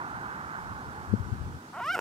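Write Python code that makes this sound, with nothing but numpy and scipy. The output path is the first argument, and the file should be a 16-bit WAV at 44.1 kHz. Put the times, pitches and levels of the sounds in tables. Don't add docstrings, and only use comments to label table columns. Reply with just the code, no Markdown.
import sys
import numpy as np
from scipy import signal
from scipy.fft import rfft, irfft, next_fast_len
from scipy.io import wavfile
from scipy.ndimage import uniform_filter1d, map_coordinates

SR = 44100
rng = np.random.default_rng(int(sys.argv[2]) if len(sys.argv) > 2 else 0)


def store_wav(level_fs):
    pcm = np.round(np.clip(np.atleast_2d(level_fs), -1, 1) * 32767)
    wavfile.write(sys.argv[1], SR, pcm.T.astype(np.int16))


def natural_amplitude(level_db):
    exponent = np.asarray(level_db, float) / 20
    return 10 ** exponent


N = 88332

# time in seconds, level in dB.
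VEHICLE_LEVEL = [
    (0.0, -38.5),
    (0.112, -41),
    (0.35, -40),
    (0.392, -40.5),
    (1.684, -52.5),
    (1.7, -55.5),
]
# frequency in Hz, density in dB per Hz.
TYRE_COLOUR = [(400, -31.5), (600, -12), (850, 2), (1100, -0.5), (1500, 0), (2000, -14.5), (2800, -33),
               (5000, -44)]
# frequency in Hz, left minus right in dB.
VEHICLE_PAN = [(300, -7), (700, 0), (1300, -6.5), (2400, -7)]
VEHICLE_LAG_S = 0.00028

# time in seconds, left level in dB, right level in dB.
BREEZE_LEVEL = [(0, -54, -54), (.18, -50, -50), (.3, -52, -52), (.4, -50, -50), (.55, -54, -54),
                (.64, -45, -45), (.75, -46, -44), (.81, -51, -51), (.87, -44, -49), (.96, -47, -47),
                (1.06, -46, -46), (1.13, -40, -41), (1.2, -39, -42), (1.27, -39, -43), (1.38, -36, -42),
                (1.5, -41, -42), (1.585, -41, -43), (1.605, -70, -68)]
# frequency in Hz, density in dB per Hz.
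BUFFET_COLOUR = [(15, -13), (35, -15), (70, 3.5), (120, -1), (200, -5.5), (350, -19), (600, -39)]
# time in seconds, peak in dB, swing in Hz,
# length in seconds, left minus right in dB.
THUMP = [
    (1.1396, -17, 104, .013, 20),
    (1.1395, -14.5, 205, .0065, 24),
    (1.1394, -14.5, 340, .0012, 24),
]
# time in seconds, peak in dB, swing in Hz,
# length in seconds, left minus right in dB.
EDDIES = [
    (1.1, -27, 80, .007, 14),
    (1.2095, -21, 85, .006, 14),
    (1.329, -17.5, 100, .007, 18),
    (1.415, -25, 70, .007, 12),
    (1.457, -29, 70, .005, -8),
]

RUMBLE_DB, HISS_DB = -49.5, -58
# frequency in Hz, density in dB per Hz.
RUMBLE_COLOUR = [(45, -25), (90, -2.5), (160, 0), (260, -2), (400, -5.5), (700, -16.5), (1500, -26),
                 (3000, -30.5)]
# frequency in Hz, likeness from 0 to 1.
RUMBLE_ALIKE = [(100, 1), (350, 0.98), (1000, 0.2), (3000, 0.069)]
# frequency in Hz, density in dB per Hz.
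HISS_COLOUR = [(1470, -30), (2500, 0), (4800, -1.5), (7970, -5), (10900, -10.5), (14200, -12.5),
               (15700, -14.5)]
RUMBLE_FOLLOWS = 0.18

# time in seconds, pitch in Hz.
PITCH = [
    (1.73, 240),
    (1.745, 250),
    (1.768, 318),
    (1.783, 362),
    (1.8, 371),
    (1.812, 437),
    (1.89, 672),
    (1.929, 797),
    (1.96, 681),
]
# time in seconds, level in dB, fundamental in dB, breath in dB.
EFFORT = [
    (1.73, -50.5, -14, -26),
    (1.76, -44.5, -14, -26),
    (1.785, -41.5, -18, -26),
    (1.803, -41, -14, -26),
    (1.825, -39.5, -11, -24),
    (1.865, -36.5, -7.5, -21),
    (1.905, -29, -17, -26.5),
    (1.926, -33.5, -26, -18.5),
    (1.945, -31, -7, -16),
]
# time in seconds, roughness from 0 to 1.
ROUGHNESS = [
    (1.73, .2),
    (1.78, .1),
    (1.793, .12),
    (1.803, .6),
    (1.815, .18),
    (1.83, .05),
    (1.95, .04),
    (1.957, .15),
]
# frequency in Hz, width in Hz, level in dB.
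WINDPIPE = [(695, 153, 0), (956, 217, 3.5), (1317, 186, 5.5), (1500, 180, 3), (2010, 500, -7),
            (3020, 302, -7.5), (3840, 270, -16.5), (5370, 590, -12.5)]
# frequency in Hz, width in Hz, level in dB.
BEAK = [(1280, 890, -5), (2880, 580, -6), (5130, 1900, 4), (7130, 260, 6), (8430, 1340, 2.5),
        (12540, 1260, 1.5), (15300, 900, -6)]
BREATH_GATE = .6
DULL_HZ, BRIGHTER_HZ_PER_HZ, TILT_DB_PER_OCT = 900, 5.5, -3.5
FLICKER_DB, FLICKER_PER_S = .55, 60
WHOOP_END_S, RELEASE_S, ATTACK_S = 1.9545, .002, .004

# time in seconds, peak in dB, share of the low throat ring from 0 to 1.
CREAK = [
    (1.9600, -24, 0),
    (1.966, -24.5, 0),
    (1.9715, -25, 0.73),
    (1.9797, -22, 0.44),
    (1.9832, -30.5, 0),
    (1.9908, -14.5, 0.35),
    (2.0005, -28, 0.5),
]
# frequency in Hz, width in Hz, level in dB.
SLACK_THROAT = [(944, 190, 18), (1420, 124, 24.5), (2650, 310, 23), (5240, 420, -7)]
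LOW_RING_HZ, LOW_RING_WIDTH_HZ = 497, 300
CREAK_SNAP_DB, CREAK_WIDTH_S = -4, .00011
CREAK_PUFF_DB, CREAK_PUFF_S = -32.5, 0.003

# frequency in Hz, left minus right in dB.
SWAN_PAN = [(500, -0.5), (1400, 0.2), (2800, -6), (5500, -3), (9000, -1.2), (13000, -3)]
# frequency in Hz, left lead in radians.
SWAN_LEAD = [(500, 0.084), (1400, 0.38), (2800, 0.63), (5500, 0.51), (9000, 0.82), (13000, 1.5)]
BIRD_FROM_HZ = 140
ECHO_DB, ECHO_T60_S = -17, .09


def unit(x):
    return x / np.sqrt(np.mean(x ** 2) + 1e-20)


def along(points, hz):
    f, v = np.transpose(points)
    return np.interp(np.log(hz + 1), np.log(f + 1), v)


def closed(points):
    below, above = (points[0][0] / 3, -90), (points[-1][0] * 3, -90)
    return lambda hz: natural_amplitude(along([below] + list(points) + [above], hz))


def curves(rows):
    s, *cols = np.transpose(rows)
    return [np.interp(np.arange(N) / SR, s, c) for c in cols]


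def wobble(rate):
    knots = rng.standard_normal(int(N * rate / SR) + 4)
    return map_coordinates(knots, [np.arange(N) * rate / SR])


def filtered(x, response):
    m = next_fast_len(N + SR // 2)
    return irfft(rfft(x, m) * response(np.fft.rfftfreq(m, 1 / SR)), m)[..., :N]


def patchy(patchy_db, channels):
    z = signal.stft(rng.standard_normal((channels, N)), nperseg=512)[2]
    field = uniform_filter1d(rng.standard_normal(z.shape[1:]), size=4, axis=0)
    field = uniform_filter1d(field, size=10, axis=1)
    return signal.istft(z * natural_amplitude(patchy_db * unit(field)), nperseg=512)[1][:, :N]


def at_ports(x, pan, lead):
    side = np.array([[1], [-1]])

    def response(f):
        return natural_amplitude(side * along(pan, f) / 2) * np.exp(.5j * side * lead(f))
    return filtered(np.array([x, x]), response)


def vehicle():
    level_db, = curves(VEHICLE_LEVEL + [(5.7, VEHICLE_LEVEL[-1][1] - 2.5)])
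    tyres = patchy(1.2, channels=1)[0]
    roar = unit(filtered(tyres, closed(TYRE_COLOUR))) * natural_amplitude(level_db + 2.0 + 0.44 * wobble(11.2))
    return at_ports(roar, VEHICLE_PAN, lambda f: -2 * np.pi * f * VEHICLE_LAG_S)


def breeze():
    lumps = natural_amplitude(1.2 * wobble(35) + 2.2 * np.array([wobble(45), wobble(45)]))
    shared = rng.standard_normal(N)
    flow = filtered(rng.standard_normal((2, N)) + .9 * shared, closed(BUFFET_COLOUR))
    out = unit(lumps * flow) * natural_amplitude(np.array(curves(BREEZE_LEVEL)))
    t = np.arange(N) / SR
    for s, db, hz, length, pan_db in THUMP + EDDIES:
        swing = -np.cos(2 * np.pi * hz * (t - s)) * np.exp(-.5 * ((t - s) / length) ** 2)
        out = out + natural_amplitude(db + np.minimum(0, [[pan_db], [-pan_db]])) * swing
    return out


def countryside():
    def mid_side(hz):
        turn = np.arccos(np.clip(along(RUMBLE_ALIKE, hz), -1, 1)) / 2
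        return closed(RUMBLE_COLOUR)(hz) * [np.cos(turn), np.sin(turn)]

    def hiss_gain(hz):
        return natural_amplitude(along(HISS_COLOUR, np.maximum(hz, 2500))) * (hz > 300)

    mid, side = filtered(patchy(1.3, channels=2), mid_side)
    rumble = unit(np.array([mid + side, mid - side]))
    hiss = unit(filtered(patchy(1.0, channels=2), hiss_gain))
    fading_db = RUMBLE_FOLLOWS * (curves(VEHICLE_LEVEL)[0] - VEHICLE_LEVEL[0][1])
    return natural_amplitude(RUMBLE_DB + 2.5 + fading_db) * rumble + natural_amplitude(HISS_DB) * hiss


def ring(f, hz, width_hz):
    return 1j * f * width_hz / (hz * hz - f * f + 1j * f * width_hz)


def windpipe(f):
    return sum((-1) ** k * natural_amplitude(db) * ring(f, c, w) for k, (c, w, db) in enumerate(WINDPIPE))


def beak(f):
    return sum(natural_amplitude(db) * ring(f, c, w) ** 2 for c, w, db in BEAK)


def whoop():
    t = np.arange(N) / SR
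    pitch, = curves(PITCH)
    level_db, first_db, breath_db = curves(EFFORT)
    rough, = curves(ROUGHNESS)
    pitch = uniform_filter1d(pitch, size=400) * (1 + .2 * rough * wobble(220) + .003 * wobble(60))
    phase = 2 * np.pi * np.cumsum(pitch) / SR

    start_s = EFFORT[0][0]
    on = slice(int((start_s - .01) * SR), N)
    k = np.arange(2, 24)[:, None]
    roll = 1 / (1 + (k * pitch[on] / (DULL_HZ + BRIGHTER_HZ_PER_HZ * pitch[on])) ** 4)
    flicker_db = FLICKER_DB * np.minimum(k - 1, 9) * np.array([wobble(FLICKER_PER_S)[on] for _ in k])
    strength = natural_amplitude(TILT_DB_PER_OCT * np.log2(k) + flicker_db) * roll
    overtones = (strength * np.cos(k * phase[on] + 0.058 * k * k)).sum(0)
    voice = np.zeros(N)
    voice[on] = overtones + natural_amplitude(first_db[on]) * np.cos(phase[on])

    breath = rng.standard_normal(N) * (1 + BREATH_GATE * np.cos(phase)) * natural_amplitude(1.2 * wobble(160))
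    attack = np.clip((t - start_s) / ATTACK_S + 1, 0, 1)
    release = np.exp(-np.clip(t - WHOOP_END_S, 0, None) / RELEASE_S)
    size = natural_amplitude(level_db + 8 + 7 * rough * wobble(300) + .5 * wobble(70)) * attack * release
    return filtered(-size * voice, windpipe) + filtered(size * natural_amplitude(breath_db - 4.5) * breath, beak)


def creak():
    kicks, lows, puffs, t = np.zeros(N), np.zeros(N), np.zeros(N), np.arange(N) / SR
    for s, db, low in CREAK:
        kick = natural_amplitude(db) * np.exp(-.5 * ((t - s) / CREAK_WIDTH_S) ** 2)
        kicks -= kick
        lows -= np.clip(low, 0, 1) * kick
        puffs += natural_amplitude(db + CREAK_PUFF_DB + 11) * (t > s - .0004) * np.exp(-np.abs(t - s) / CREAK_PUFF_S)

    def throat(f):
        snap = natural_amplitude(CREAK_SNAP_DB) * ring(f, 1350, 2260)
        return snap + sum(natural_amplitude(db - 12.5) * ring(f, c, w) for c, w, db in SLACK_THROAT)

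    low_ring = filtered(lows, lambda f: natural_amplitude(12.5) * ring(f, LOW_RING_HZ, LOW_RING_WIDTH_HZ))
    puff = filtered(puffs * rng.standard_normal(N), beak)
    return filtered(kicks - 0.47 * lows, throat) + low_ring + puff


def reeds(x):
    t = np.arange(SR // 4) / SR
    tail = rng.standard_normal((2, len(t))) * natural_amplitude(-60 * t / ECHO_T60_S) * (t > .004)
    return signal.fftconvolve(x[None], tail / np.linalg.norm(tail[0]), axes=1)[:, :N]


def swan():
    call = filtered(whoop() + creak(), lambda f: (1j * f / (BIRD_FROM_HZ + 1j * f)) ** 2)
    direct = at_ports(call, SWAN_PAN, lambda f: along(SWAN_LEAD, f))
    return direct + natural_amplitude(ECHO_DB) * reeds(call)


def scene():
    return vehicle() + breeze() + countryside() + swan()


def top_cut(x):
    return signal.sosfilt(signal.butter(12, 15820, fs=SR, output="sos"), x)


def record(dry):
    return top_cut(dry)


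dry = scene()
out = record(dry)
store_wav(out)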